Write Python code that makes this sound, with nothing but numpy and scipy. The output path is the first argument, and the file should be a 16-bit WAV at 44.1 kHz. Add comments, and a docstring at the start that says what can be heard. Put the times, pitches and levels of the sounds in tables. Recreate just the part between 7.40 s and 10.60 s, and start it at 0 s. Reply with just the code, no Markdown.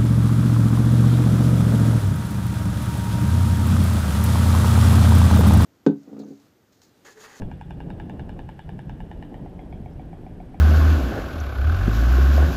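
"""Beside a railway, near a stork's nest on a gantry, with trees farther off.
The bird clatters its bill, ten claps a second, slowing as it lowers its head. Each clap rings the hollow
bill and throat, whose resonances shift with the posture; nest, track bed and trees scatter it.
Low wind rumble runs underneath, with faint hiss, a thin electrical whine and one tiny, distant chirp."""
import sys
import numpy as np
from scipy import signal
from scipy.fft import rfft, irfft
from scipy.io import wavfile
from scipy.ndimage import uniform_filter1d

SR = 44100
rng = np.random.default_rng(int(sys.argv[2]) if len(sys.argv) > 2 else 0)


def store_wav(level_fs):
    """Save 16-bit WAV to argv[1]."""
    pcm = np.round(np.clip(np.atleast_2d(level_fs), -1, 1) * 32767)
    wavfile.write(sys.argv[1], SR, pcm.T.astype(np.int16))


N = 141120


def undb(db):
    """Decibels to amplitude."""
    return 10 ** (np.asarray(db) / 20)


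def unit(x):
    """Scale to an rms of 1."""
    return x / np.sqrt(np.mean(x ** 2))


def curve(t, rows):
    """Straight lines through (s, value) rows."""
    return np.interp(t, *np.array(rows).T[:2])


def noise(points, size):
    """Noise of rms 1 with a spectrum shaped by (Hz, dB) points."""
    hz, db = np.array(points).T
    bins_hz = np.maximum(np.fft.rfftfreq(size, 1 / SR), 1)
    shape = undb(np.interp(np.log(bins_hz), np.log(hz), db))
    return unit(irfft(rfft(rng.standard_normal(size)) * shape, size))


def walk(rate):
    """Smooth random wander of rms 1, taking `rate` steps a second."""
    hold = max(int(SR / rate), 1)
    steps = np.repeat(rng.standard_normal(N // hold + 1), hold)
    return unit(uniform_filter1d(steps, hold)[:N])


def fade(t, t60):
    """Exponential decay that loses 60 dB in t60 seconds."""
    return np.exp(-np.log(1000) * t / t60)


def add(out, x, at):
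    """Mix x into out from a time in seconds."""
    start = max(int(at * SR), 0)
    out[start:start + len(x)] += x[:max(len(out) - start, 0)]


def wind(t):
    """Wind at the microphone: a deep gust dies away; a rumble with one lull and a softer rush go on."""
    # Rumble and the rush above it. Each row: frequency in Hz, relative spectral level in dB.
    rumble_colour = [(15, -14.5), (28, 3.5), (60, 1.5), (110, 0), (175, 1.5), (220, -9.5), (300, -13),
                     (420, -20.5), (700, -24), (2000, -87)]
    rush_colour = [(120, -23), (200, -1), (290, -0.5), (420, -8), (560, -13), (720, -14), (900, -18.5),
                   (1200, -31), (2000, -63.5), (4000, -72)]
    # Their strength, the rumble's in two stretches. Each row: time in seconds, level in dB.
    rumble_levels = [
        [(0.0, -28), (0.246, -42.5), (0.286, -36), (0.706, -34), (1.17, -39.5)],
        [(1.28, -35), (2.29, -39.5), (2.306, -35), (3.14, -40.5), (3.2, -36.5)],
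    ]
    rush_levels = [(0.0, -37), (0.23, -53), (0.44, -42), (0.97, -42.5), (1.25, -56), (1.29, -45),
                   (1.54, -48.5), (1.91, -42.5), (1.92, -39), (2.07, -43.5), (3.2, -46)]
    gust_db, gust_fade_s = -26, 0.068
    lull_at_s, lull_width_s, lull_depth_db = 1.222, 0.027, -10
    gust = noise([(28, -3), (56, 0), (112, -15), (560, -80)], N)
    gust *= undb(gust_db) * np.exp(-(t / gust_fade_s) ** 2)
    lull_db = lull_depth_db * np.exp(-((t - lull_at_s) / lull_width_s) ** 4)
    rumble = noise(rumble_colour, N) * undb(curve(t, np.concatenate(rumble_levels)) + lull_db)
    rush = noise(rush_colour, N) * undb(curve(t, rush_levels))
    buffeting = undb(0.8 * walk(rate=18))
    return gust + (rumble + rush) * buffeting


def hiss():
    """The faint, steady hiss of the open air."""
    # Each row: frequency in Hz, relative spectral level in dB.
    colour = [(500, 9.5), (1200, 13.5), (1650, 19), (2100, 11), (3000, 9.5), (4200, 2), (5200, 0.5),
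              (6500, -3.5), (9200, -3), (10600, -10.5), (11800, -5.5), (13000, -13), (15000, -13)]
    return undb(-63) * noise(colour, N)


def whine(t):
    """Two thin electrical tones, one pulsing and one wavering in level."""
    pulsed_hz, pulses_per_s, wavering_hz = 11288, 25, 14050
    gate = np.maximum(np.cos(2 * np.pi * pulses_per_s * (t - 0.018)), 0)
    pulsed = undb(-75.5) * gate * np.sin(2 * np.pi * pulsed_hz * t)
    wavering = undb(-90.5) * (1 + 1.6 * walk(rate=140)) * np.sin(2 * np.pi * wavering_hz * t)
    return pulsed + wavering


def clap(posture, bright_db):
    """The mandibles meet: their edges crack, and bill and throat give a short, hollow knock."""
    # Resonances of bill and throat. Each row: frequency in Hz with the head thrown back, then lowered,
    # level in dB, build-up in seconds, t60 in seconds thrown back, then lowered.
    modes = [(782, 748, -1.5, 0.001713, 0.0099, 0.033), (889, 740, -1.5, 0.00198, 0.016, 0.014),
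             (1580, 1870, -13.5, 0.00053, 0.0045, 0.012), (1618, 2140, -4, 0.00142, 0.015, 0.013),
             (2300, 2510, -18, 0.001532, 0.017, 0.019), (2510, 4200, -17.5, 0.001594, 0.018, 0.0062),
             (2788, 3180, -10.5, 0.001505, 0.014, 0.0072), (3507, 4200, -24, 0.000987, 0.011, 0.0065),
             (4350, 4800, -32.5, 0.00076, 0.013, 0.0057), (5100, 5200, -31, 0.00077, 0.012, 0.0027)]
    pitch_spread, level_spread_db = 0.012, 1.04
    crack_top_hz, crack_decay_s = 8600, 0.0015
    t = np.arange(SR // 20) / SR
    knock = np.zeros(len(t))
    for k, (back_hz, low_hz, db, build_s, back_t60, low_t60) in enumerate(modes):
        detune, vary = rng.standard_normal(2)
        hz = (back_hz + posture * (low_hz - back_hz)) * (1 + pitch_spread * detune)
        t60 = back_t60 * (low_t60 / back_t60) ** posture
        gain = undb(db + level_spread_db * vary + (bright_db if k >= 2 else 0))
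        envelope = (1 - np.exp(-(t / build_s) ** 2)) * fade(t, t60)
        knock += gain * envelope * np.sin(2 * np.pi * hz * (t - build_s))
    lowpass = signal.butter(2, crack_top_hz, fs=SR, output="sos")
    crack = signal.sosfilt(lowpass, rng.standard_normal(len(t))) * np.exp(-t / crack_decay_s)
    crack_db = -25.5 + bright_db - 10 * posture  # softer with the head lowered
    return knock + undb(crack_db) * crack


def scatter(x, colour, t60, onset_s, size):
    """Diffuse reflections: x through a tail of unit energy that swells and decays."""
    t = np.arange(size) / SR
    swell = 1 - np.exp(-(t / onset_s) ** 2)
    tail = noise(colour, size) * fade(t, t60) * swell
    return signal.fftconvolve(x, tail / np.sqrt(np.sum(tail ** 2)))


def stork():
    """Each clap reaches the microphone directly, as near echoes, and off nest, track bed and trees."""
    # Bill claps. Each row: start in seconds, relative level in dB,
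    # brightness in dB (added to the crack and all but the two lowest resonances).
    claps = [(0.019, 2.5, -3), (0.1137, 3, -4.5), (.2110, 2, -3), (0.3067, 3, -3.5), (0.4028, 3.5, -3.5),
             (0.5023, 2, -0.5), (0.5988, 2, -0.5), (.6961, 2, -1.5), (0.7943, 1, 0), (0.8925, 1.5, -1.5),
             (0.991, 4, -3.5), (1.0895, 3.5, -3), (1.1915, 3, -2), (1.2909, 2.5, -2.5), (1.3908, -0.5, 0),
             (1.4945, 2.5, -2.5), (1.603, 2, -3), (1.713, 1.5, -2.5), (1.8249, 0.5, -2), (1.9418, -2.5, -1),
             (2.0598, -2.5, -12), (2.1918, -6, 0), (2.3255, -3, -1.5), (2.4591, -4.5, -5.5),
             (2.5949, -5.5, -6), (2.7296, -4.5, -8), (2.8641, -6, -6.5), (3.0012, -5.5, -8.5),
             (3.1433, -5, -7)]
    # The neck. Each row: time in seconds, posture (0 thrown back, 1 lowered, above 1 lower still).
    postures = [(0, 0), (.4, 0.064), (.6, 0.13), (1.5, .12), (1.83, 0.31), (1.95, 0.4), (2.2, 1.04),
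                (2.6, 1.22), (3.2, 1.36)]
    # Echoes from the nest and the gantry. Each row: delay in seconds, level in dB.
    echoes = [(.0085, -10.5), (.0165, -20.5)]
    # What nest, track bed and trees scatter. Each row: frequency in Hz, relative level in dB.
    nest_colour = [(400, -27), (850, -12), (1300, 16), (1700, 0), (2100, 7), (2800, 6), (3400, 23),
                   (4200, 11), (8000, -13)]
    track_colour = [(400, -10), (1700, -25), (2200, 1), (2800, -11), (3300, 23), (3800, 6), (4500, -12),
                    (8000, -19)]
    tree_colour = [(400, 5), (850, 10.5), (1300, -42), (1650, 8.5), (2100, 7), (3200, 14), (4500, -7),
                   (8000, 8)]
    bright_share = 0.61  # share of a clap's change in brightness that the far surroundings receive
    out = np.zeros(N)
    for at, db, bright_db in claps:
        gain, posture = undb(db - 26), curve(at, postures)
        direct = gain * clap(posture, bright_db)
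        around = gain * clap(posture, bright_share * bright_db)
        add(out, direct, at)
        for delay, echo_db in echoes:
            add(out, undb(echo_db) * direct, at + delay * (1 + 0.03 * rng.standard_normal()))
        nest = scatter(direct, nest_colour, t60=0.12, onset_s=0.005, size=SR // 4)
        track = scatter(around, track_colour, t60=0.13, onset_s=0.01, size=SR // 4)
        trees = scatter(around, tree_colour, t60=1, onset_s=0.01, size=SR)
        add(out, undb(-9.5) * nest, at)
        add(out, undb(-13.5) * track, at + 0.011)  # the track bed answers 11 ms later
        add(out, undb(-13.5) * trees, at)
    return out


def chirp(t):
    """One faint, high chirp far away: a blip of narrow-band noise."""
    at_s, width_s, hz = 2.527, 0.010, 5150
    band = noise([(hz, -50), (hz, 0), (hz * 1.4, -50)], N)
    return undb(-72) * band * np.exp(-((t - at_s) / width_s) ** 2)


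def scene():
    """The stork over its background, at one microphone."""
    t = np.arange(N) / SR
    return (stork() + wind(t) + hiss() + chirp(t) + whine(t))[None]


def record(dry):
    """The recorder cuts the top steeply above 15 kHz."""
    return signal.sosfilt(signal.ellip(10, 0.1, 70, 15000, fs=SR, output="sos"), dry)


dry = scene()
out = record(dry)
store_wav(out)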